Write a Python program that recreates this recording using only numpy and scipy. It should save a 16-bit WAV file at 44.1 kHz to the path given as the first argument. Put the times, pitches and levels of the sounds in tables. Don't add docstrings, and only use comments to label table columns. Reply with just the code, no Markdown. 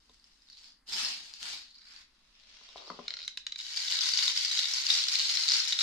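import sys
import numpy as np
from scipy import signal
from scipy.fft import rfft, irfft, next_fast_len
from scipy.io import wavfile
from scipy.ndimage import map_coordinates

SR = 44100
rng = np.random.default_rng(int(sys.argv[2]) if len(sys.argv) > 2 else 0)


def store_pcm(level_fs):
    pcm = np.round(np.clip(level_fs, -1, 1) * 32767).astype(np.int16)
    wavfile.write(sys.argv[1], SR, np.atleast_2d(pcm).T)


N = 256659

# pitch_hz, level_db
AIR_TONE = [(30, -1.5), (120, -23.5), (230, -11.5), (400, -22.5), (630, -24.5), (1000, -20), (2000, -21.5),
            (4000, -43), (6500, -32), (10000, -32.5), (14000, -45)]
# start_s, level_db, rise_s, hold_s, fade_s
BAG_MOVES = [(0.0, -69.5, 0.0037, 0.64, .1), (.52, -59, .12, 0.044, .17), (.852, -35.7, 0.105, .085, 0.7),
             (1.1, -57.5, 0.068, 0.33, 0.59), (1.365, -42.3, 0.085, 0.085, 0.38),
             (1.78, -58.5, 0.16, 0.078, 0.12)]
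# pitch_hz, level_db
CRINKLE_TONE = [(530, -30), (900, -20.5), (1060, -19.5), (1500, -14.5), (1780, -14.5), (2400, -12),
                (2720, -9), (3430, -8.5), (4130, -4), (5020, -3), (5900, -11.5), (7350, -15), (9690, -25.5),
                (11900, -30.5), (14200, -40)]
# pitch_hz, level_db
FOLD_TONE = [(100, -30), (170, -0.5), (250, -1.5), (380, 0.5), (520, -12), (750, 4.5), (950, 3.5),
             (1300, -9), (1600, -7), (2200, -13), (6000, -17)]
# start_s, level_db, pitch_hz
BAG_CAPSULE_CLICKS = [(0.096, -50, 3800), (0.197, -52, 4680), (0.242, -46, 4900), (1.0479, -21, 5100),
                      (1.0566, -23, 4250), (1.338, -31, 4650), (1.6822, -50, 3690), (1.7535, -48, 4660),
                      (1.8693, -46, 4690), (1.9077, -45, 4880), (1.9625, -39, 4610)]
# start_s, level_db, favoured_pitch_hz, falloff_db_per_octave
TRAY_KNOCKS = [(.094, -50.5, 450, 7), (2.612, -52, 795, 5), (2.689, -53, 900, 8), (2.758, -31.5, 716, 20),
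               (2.901, -28.5, 1120, 3), (2.990, -28, 490, 7)]
# pitch_hz, level_db, fade_s
TRAY_NOTES = [(185, -10, 0.17), (245, -7.5, 0.13), (420, -8.5, 0.07), (478, -10, 0.07), (580, -6.5, 0.05),
              (716, -2, 0.028), (1022, 1, 0.045), (1125, 0, 0.028), (1225, 0, 0.018), (2050, -2.5, 0.016)]
# pitch_hz, level_db
TRAY_TONE = [(100, -57), (260, -35), (400, -32), (550, -31.5), (1000, -12.5), (1180, -15.5), (1570, -6),
             (1720, -8.5), (1950, -3), (2250, -3.5), (2480, -5.5), (2950, -1.5), (3300, -2.5), (3780, -1.5),
             (4450, -2), (4700, -2), (5100, 0), (6800, -3), (8300, -14), (10000, -21), (12000, -22),
             (14300, -34.5)]
# start_s, level_db, pitch_hz
CAPSULE_NUDGES = [(.4205, -52, 4910), (.4865, -48, 3770), (.4998, -41, 4450), (.5312, -46, 3970),
                  (.5504, -49, 3850), (.5715, -44, 4500), (.6434, -44, 4300), (.7033, -50, 4860),
                  (.7213, -48, 4770), (2.6358, -45, 4580), (2.6882, -46, 3730), (2.766, -44, 4510),
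                  (2.7795, -39, 3780), (2.8383, -45, 4330), (2.9017, -39, 4430)]
# start_s, level_db, rise_s, hold_s, fade_s
TICKING_RUNS = [(.43, -59.5, .08, .13, .18), (1.665, -59.5, .06, .13, .6), (2.8, -55, .03, .07, .3),
                (3.19, -52, .03, .04, .25)]
# start_s, level_db, rise_s, hold_s, fade_s
HAND_SLIDES = [(2.0, -73.5, 0.17, 0.43, 0.33), (2.2, -68, 0.26, 0.088, 0.27),
               (2.42, -60.5, 0.1, 0.706, 0.36), (2.76, -53, 0.011, 0.0067, 0.17)]
# pitch_hz, level_db
SKIN_TONE = [(240, -48), (400, -10), (694, -8.5), (854, -11), (991, -6.5), (1260, -8.5), (2150, -3),
             (2690, 0.5), (4200, 1.5), (5200, 1.5), (7170, -10.5), (14000, -29)]
# start_s, level_db, pitch_hz, ring_length_ratio, snap_offset_db, first_flight_s, landing_count
CAPSULE_DROPS = [(3.0805, -20, 4100, .65, -18, 0, 1), (3.105, -23, 4130, .65, -16, .0335, 3),
                 (3.189, -29, 4100, .6, -21, .0146, 7), (3.278, -24.5, 3930, .9, 4, 0, 1),
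                 (3.373, -24, 3930, 1.05, 2.5, 0, 1), (3.4665, -23.5, 3930, 1.0, 2, 0, 1),
                 (3.5215, -26, 3950, .9, -2, 0, 1), (3.5586, -30, 3930, 1.0, -3, .031, 2),
                 (3.6007, -28.5, 3840, .7, -12, 0, 1)]
# pitch_ratio, level_db, fade_s
SHELL_NOTES = [(0.276, -11.5, 0.024), (0.41, -8, 0.009), (0.55, -6.5, 0.012), (0.769, -8.5, 0.012),
               (0.959, 2.5, 0.011), (1.007, 3.5, 0.013), (1.18, -3, .008), (1.32, -19, 0.046),
               (1.651, -5, 0.0043)]
# arrival_s, level_db, hold_s
SHAKE_STROKES = [(3.78, -40.5, 0.041), (3.91, -35, 0.038), (4.075, -38.5, 0.014), (4.194, -34, 0.1),
                 (4.577, -36, 0.022), (4.898, -34.5, 0.1), (5.15, -37, 0.053), (5.31, -39, 0.12),
                 (5.495, -33, 0.073), (5.81, -31, .02)]
# start_s, level_db, pitch_hz
WALL_HITS = [(3.6657, -32, 4530), (3.7146, -32, 4420), (3.7723, -19, 4660), (3.8822, -21, 3750),
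             (3.923, -18, 4060), (3.9559, -20, 4220), (3.9885, -19, 3980), (4.0089, -19, 4890),
             (4.0573, -20, 3920), (4.0888, -20, 5330), (4.136, -15, 4700), (4.1735, -15, 4640),
             (4.1895, -16, 3760), (4.2255, -18, 4130), (4.2305, -17, 4500), (4.2792, -14, 3780),
             (4.3748, -15, 4840), (4.4484, -18, 4910), (4.5128, -22, 3910), (4.5735, -20, 3900),
             (4.5908, -14, 3950), (4.633, -20, 4030), (4.6425, -21, 3690), (4.656, -19, 3800),
             (4.7366, -19, 5600), (4.7682, -23, 4540), (4.8663, -16, 4600), (4.9007, -17, 3750),
             (4.9037, -11.5, 3750), (4.9383, -16.5, 4700), (4.9502, -18, 3850), (4.987, -20, 4400),
             (5.0396, -20, 4400), (5.0848, -17, 4700), (5.1542, -14, 4200), (5.1956, -17.5, 4340),
             (5.2015, -17, 4100), (5.214, -20, 4300), (5.2528, -21, 4080), (5.296, -19, 4060),
             (5.3529, -21, 5560), (5.3717, -15, 4070), (5.4362, -20, 4170), (5.4811, -16, 4460),
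             (5.4877, -14.5, 4600), (5.4978, -17, 5100), (5.5035, -18, 4450), (5.5115, -19, 4400),
             (5.519, -13, 4950), (5.536, -15, 4350), (5.5405, -15, 4900), (5.558, -18, 4500),
             (5.6018, -18, 4960), (5.6743, -22, 3860), (5.7076, -22, 4340), (5.7237, -16, 3770),
             (5.7297, -17, 3840), (5.7894, -15, 3850), (5.809, -16, 3900)]
# pitch_hz, likeness_ratio
STEREO_LIKENESS = [(60, .999), (130, 1), (300, 0.77), (700, 0), (2000, 0.97), (8000, 0.25)]
# pitch_hz, fade_s
ROOM_FADES = [(200, 0.29), (1000, 0.27), (4000, 0.38), (12000, 0.076)]

SLIDE_START_S = 3.57


def amp(db):
    return 10 ** (np.asarray(db) / 20)


def unit(x):
    return x / np.sqrt(np.mean(x ** 2) + 1e-20)


def fade(t, fade_s):
    return np.exp(-np.log(1000) * t / fade_s)


def along(points, hz):
    pitches, values = np.transpose(points)
    return np.interp(np.log(hz + 1), np.log(pitches + 1), values)


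def filtered(x, response):
    size = next_fast_len(N + SR // 2)
    return irfft(rfft(x, size) * response(np.fft.rfftfreq(size, 1 / SR)), size)[..., :N]


def coloured(x, tone, size=4096):
    cepstrum = irfft(np.log(amp(along(tone, np.fft.rfftfreq(size, 1 / SR)))))
    cepstrum[1:size // 2] *= 2
    cepstrum[size // 2 + 1:] = 0
    click_response = irfft(np.exp(rfft(cepstrum)))
    return signal.fftconvolve(x, click_response[None], axes=1)[:, :N]


def band(x, low_hz, high_hz, order=3):
    return signal.sosfilt(signal.butter(order, [low_hz, high_hz], "bandpass", fs=SR, output="sos"), x)


def spread(pair):
    def shares(hz):
        angle = np.arccos(np.clip(along(STEREO_LIKENESS, hz), -1, 1)) / 2
        return np.array([np.cos(angle), np.sin(angle)])
    mid, side = filtered(pair, shares)
    return unit(np.array([mid + side, mid - side]))


def panned(db):
    return amp(np.array([db, -db]) / 2)


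def lagged(pair, lag_s=.00136, share=.25):
    late = filtered(pair[0], lambda hz: np.exp(-2j * np.pi * hz * lag_s))
    return np.array([pair[0], np.sqrt(1 - share ** 2) * pair[1] + share * late])


def place(times, waves):
    at = np.round(np.abs(times) * SR).astype(int)[:, None] + np.arange(waves.shape[-1])
    return np.array([np.bincount(at.ravel(), side.ravel(), N)[:N] for side in waves])


def wobble(per_s):
    return map_coordinates(rng.standard_normal(int(N * per_s / SR) + 4), [np.arange(N) * per_s / SR])


def swell(start_s, level_db, rise_s, hold_s, fade_s):
    t = np.arange(N) / SR - start_s
    rise = np.sin(np.pi / 2 * np.clip(t / rise_s, 0, 1)) ** 2
    return amp(level_db) * rise * fade(np.maximum(t - rise_s - hold_s, 0), fade_s)


def swells(rows):
    return np.sqrt(sum(swell(*row) ** 2 for row in rows))


def shifting(x, depth_db, width_hz, life_s, size=256):
    hz, t, spectrum = signal.stft(x, SR, nperseg=size)
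    grid = rng.standard_normal((int(hz[-1] / width_hz) + 4, int(t[-1] / life_s) + 4))
    drift = map_coordinates(grid, np.meshgrid(hz / width_hz, t / life_s, indexing="ij"))
    shifted = signal.istft(spectrum * amp(depth_db * np.clip(drift, -2, 1.5)), SR, nperseg=size)[1][:, :N]
    return shifted * np.linalg.norm(x) / np.linalg.norm(shifted)


def crackle(per_s, scatter_db, hiss):
    count = int(per_s * N / SR)
    sizes = amp(scatter_db * np.clip(rng.standard_normal(count), -2, 2))
    snaps = place(rng.uniform(0, N / SR, count), (sizes * rng.standard_normal((2, count)))[..., None])
    return unit(unit(snaps) + hiss * rng.standard_normal((2, N)))


def clacks(hz, fade_s, crack, crack_fade_s, phase_spread=np.pi, size=640):
    t = np.arange(size) / SR
    chance = rng.standard_normal((len(hz), 2, size + 2)).transpose(1, 0, 2)
    phase = phase_spread * chance[..., :1]
    ring_s = fade_s * amp(2.0 * chance[0, :, 1:2])
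    ring = np.sin(2 * np.pi * hz[:, None] * t + phase) * fade(t, ring_s)
    contact = crack * np.tanh(chance[..., 2:]) * fade(t, crack_fade_s)
    waves = (ring + contact) * (1 - np.exp(-t / 0.00029))
    return waves * np.linalg.norm(fade(t, fade_s)) / np.linalg.norm(waves, axis=-1, keepdims=True) / 2


def collisions(start_s, end_s, per_s, scatter_db, fade_s, crack, shell_hz=4400, pitch_spread=0.1194):
    count = int(per_s * (end_s - start_s))
    times = rng.uniform(start_s, end_s, count)
    size, detune = rng.standard_normal((2, count))
    sizes = amp(scatter_db * np.clip(size, -2, 1.4))
    hz = shell_hz * np.exp(pitch_spread * detune)
    waves = sizes[:, None] * clacks(hz, fade_s, crack, crack_fade_s=.006)
    return unit(coloured(place(times, waves), TRAY_TONE)) * np.sqrt((end_s - start_s) * SR / N)


def room_tone():
    air = spread(filtered(rng.standard_normal((2, N)), lambda hz: amp(along(AIR_TONE, hz))))
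    drone = unit(band(rng.standard_normal(N), low_hz=40, high_hz=60, order=2))
    return amp(-72.5) * air + amp(-80) * drone


def bag_rustle():
    crinkle = unit(coloured(crackle(per_s=1300, scatter_db=3.5, hiss=.9), CRINKLE_TONE))
    crinkle = shifting(crinkle, depth_db=3, width_hz=380, life_s=.024)
    folds = spread(coloured(crackle(per_s=500, scatter_db=3.5, hiss=1.0), FOLD_TONE))
    start_s, db, hz = np.transpose(BAG_CAPSULE_CLICKS)
    capsule_clicks = clacks(hz, fade_s=0.0091, crack=0.79, crack_fade_s=0.012, phase_spread=0.65)
    snaps = coloured(place(start_s, amp(db)[:, None] * capsule_clicks), TRAY_TONE)
    bunches = amp(1.2 * wobble(per_s=92))
    film = bunches * swells(BAG_MOVES) * (amp(0.5) * crinkle + amp(-19.5) * folds)
    return (film + amp(8.5) * snaps) * panned(1.3)[:, None]


def tray_knocks():
    start_s, db, favoured_hz, falloff_db = np.transpose(TRAY_KNOCKS)
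    count = len(start_s)
    t = np.arange(SR // 6) / SR
    waves = np.zeros((2, count, len(t)))
    for hz, note_db, fade_s in TRAY_NOTES:
        octaves_away = np.abs(np.log2(hz / favoured_hz))
        strength = amp(db + note_db - falloff_db * octaves_away + rng.normal(0, 1, count))
        phase = rng.normal(0, 0.95, (count, 1)) + rng.normal(0, 0.26, (2, count, 1))
        waves += strength[:, None] * np.sin(2 * np.pi * hz * t + phase) * fade(t, fade_s)
    knocks = band(place(start_s, waves * (1 - np.exp(-t / 0.00047))), low_hz=136, high_hz=2420)
    return amp(-5.5) * knocks * panned(5.7)[:, None]


def finger_nudges():
    start_s, db, hz = np.transpose(CAPSULE_NUDGES)
    clicks = clacks(hz, fade_s=.009, crack=1.0, crack_fade_s=.008, phase_spread=.8)
    return amp(9.0) * coloured(place(start_s, amp(db)[:, None] * clicks), TRAY_TONE)


def capsule_ticking():
    ticks = collisions(0, SLIDE_START_S, per_s=220, scatter_db=4.5, fade_s=.009, crack=.9,
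                       shell_hz=4500, pitch_spread=.09)
    return swells(TICKING_RUNS) * ticks


def bag_settle():
    rub = unit(band(crackle(per_s=1200, scatter_db=3.5, hiss=0.97), low_hz=1310, high_hz=2670, order=2))
    return swell(start_s=1.699, level_db=-63, rise_s=0.26, hold_s=0.048, fade_s=0.13) * rub


def hand_rub():
    skin = coloured(crackle(per_s=1800, scatter_db=8.5, hiss=1.0), SKIN_TONE)
    rub = unit(band(skin, low_hz=350, high_hz=7160))
    rub = unit(shifting(rub, depth_db=2, width_hz=600, life_s=.03) * amp(1.8 * wobble(per_s=45)))
    return amp(3.5) * swells(HAND_SLIDES) * rub * panned(0.9)[:, None]


def tray_scrape():
    slips = unit(band(crackle(per_s=270, scatter_db=5, hiss=0.72), low_hz=358, high_hz=1200, order=4))
    return swell(start_s=2.76, level_db=-58.5, rise_s=0.015, hold_s=0.11, fade_s=1) * slips


def landings(flight_ratio=.89, loss_db=1.5):
    return [(start_s + flight_s * np.sum(flight_ratio ** np.arange(k)), db - loss_db * k, *timbre)
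            for start_s, db, *timbre, flight_s, count in CAPSULE_DROPS for k in range(count)]


def capsule_bounces():
    start_s, db, pitch_hz, ring_length, snap_db = np.transpose(landings())
    count = len(start_s)
    t = np.arange(SR // 10) / SR
    ring = np.zeros((2, count, len(t)))
    for ratio, note_db, fade_s in SHELL_NOTES:
        phase = rng.normal(0, .8, (count, 1)) + rng.normal(0, .55, (2, count, 1))
        phase = phase + np.cumsum(rng.normal(0, .06, ring.shape[1:]), axis=-1)
        hz = ratio * pitch_hz * np.exp(0.116 * np.log(ratio) * rng.standard_normal(count))
        ring_s = fade_s * ring_length[:, None]
        held = fade(t * t / ring_s, ring_s)
        ring += amp(note_db) * np.sin(2 * np.pi * hz[:, None] * t + phase) * held
    ring *= (1 - np.exp(-t / 0.00054)) * panned(-0.4)[:, None, None]
    shell = coloured(place(start_s, amp(db - 4.5)[:, None] * ring), TRAY_TONE)
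    snaps = amp(db + snap_db)[:, None] * np.tanh(rng.standard_normal(ring.shape)) * fade(t, .011)
    buzz_gain = amp(db - 14) * np.hypot(.5, amp(snap_db))
    buzz = buzz_gain[:, None] * np.tanh(rng.standard_normal(ring.shape)) * fade(t, .14)
    return (band(shell, low_hz=1160, high_hz=7960)
            + band(coloured(place(start_s, buzz), TRAY_TONE), low_hz=1000, high_hz=7500)
            + band(place(start_s, snaps), low_hz=1600, high_hz=6950))


def heap_motion(stroke_rise_s=0.047, stroke_fade_s=0.08):
    creep = swell(SLIDE_START_S, level_db=-46, rise_s=0.013, hold_s=N / SR, fade_s=0.64)
    shaking = swell(start_s=3.636, level_db=-35, rise_s=0.32, hold_s=1.742, fade_s=0.64)
    surges = swells((arrival_s - stroke_rise_s, db, stroke_rise_s, hold_s, stroke_fade_s)
                    for arrival_s, db, hold_s in SHAKE_STROKES)
    return np.sqrt(creep ** 2 + shaking ** 2 + surges ** 2)


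def heap_rattle():
    span_s = SLIDE_START_S, N / SR
    patter = collisions(*span_s, per_s=700, scatter_db=2.7, fade_s=.0062, crack=3.8)
    patter = shifting(patter, depth_db=2.2, width_hz=600, life_s=.012)
    clear = collisions(*span_s, per_s=280, scatter_db=3.6, fade_s=.008, crack=1.5)
    strays = collisions(*span_s, per_s=24, scatter_db=2, fade_s=.009, crack=.9)
    rattle = lagged(patter + 1.1 * clear + amp(-8) * strays) * panned(2.0)[:, None]
    clumps = amp(.7 * wobble(per_s=70))
    return amp(-3.3) * heap_motion() * clumps * rattle


def wall_hits():
    start_s, db, hz = np.transpose(WALL_HITS)
    gain = amp(db)[:, None] * panned(2.8)[:, None, None]
    other_hz = hz * np.exp(.14 * rng.standard_normal(len(hz)))
    first = place(start_s, gain * clacks(hz, fade_s=.0085, crack=1.1, crack_fade_s=.006, phase_spread=.7))
    other_s = start_s + rng.uniform(.001, .0022, len(hz))
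    second = place(other_s, gain * clacks(other_hz, fade_s=.007, crack=1.3, crack_fade_s=.007))
    return amp(9) * band(coloured(first + amp(-5) * second, TRAY_TONE), low_hz=590, high_hz=7200, order=2)


def palm_bump(pitch_hz=105):
    loudness = swell(start_s=4.12, level_db=-62, rise_s=0.022, hold_s=0, fade_s=.1)
    return loudness * np.sin(2 * np.pi * pitch_hz * np.arange(N) / SR)


def room_echo(x, pieces=12):
    echo = np.zeros((2, N + 2 * SR))
    hop = N // pieces + 1
    for start in range(0, N, hop):
        hz, t, noise = signal.stft(rng.standard_normal((2, SR // 2)), SR, nperseg=256)
        tail = signal.istft(noise * fade(t, along(ROOM_FADES, hz)[:, None]), SR, nperseg=256)[1]
        tail *= 1 - np.exp(-np.arange(tail.shape[1]) / SR / 0.00074)
        answer = signal.fftconvolve(x[:, start:start + hop], tail / np.linalg.norm(tail[0]), axes=1)
        echo[:, start:start + answer.shape[1]] += answer
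    return echo[:, :N]


def scene():
    handling = (bag_rustle() + bag_settle() + finger_nudges() + capsule_ticking()
                + hand_rub() + tray_scrape() + heap_rattle())
    bounces, knocks, hits = capsule_bounces(), tray_knocks(), wall_hits()
    echo = room_echo(amp(-4.0) * handling + amp(-11) * bounces + amp(-7.5) * knocks + amp(-8) * hits)
    return handling + bounces + knocks + hits + palm_bump() + echo + room_tone()


def record(dry, mono_below_hz=220, top_hz=14250):
    mid = (dry[0] + dry[1]) / 2
    side = filtered((dry[0] - dry[1]) / 2, lambda hz: hz ** 2 / (hz ** 2 + mono_below_hz ** 2))
    return filtered(np.array([mid + side, mid - side]), lambda hz: hz < top_hz)


dry = scene()
out = record(dry)
store_pcm(out)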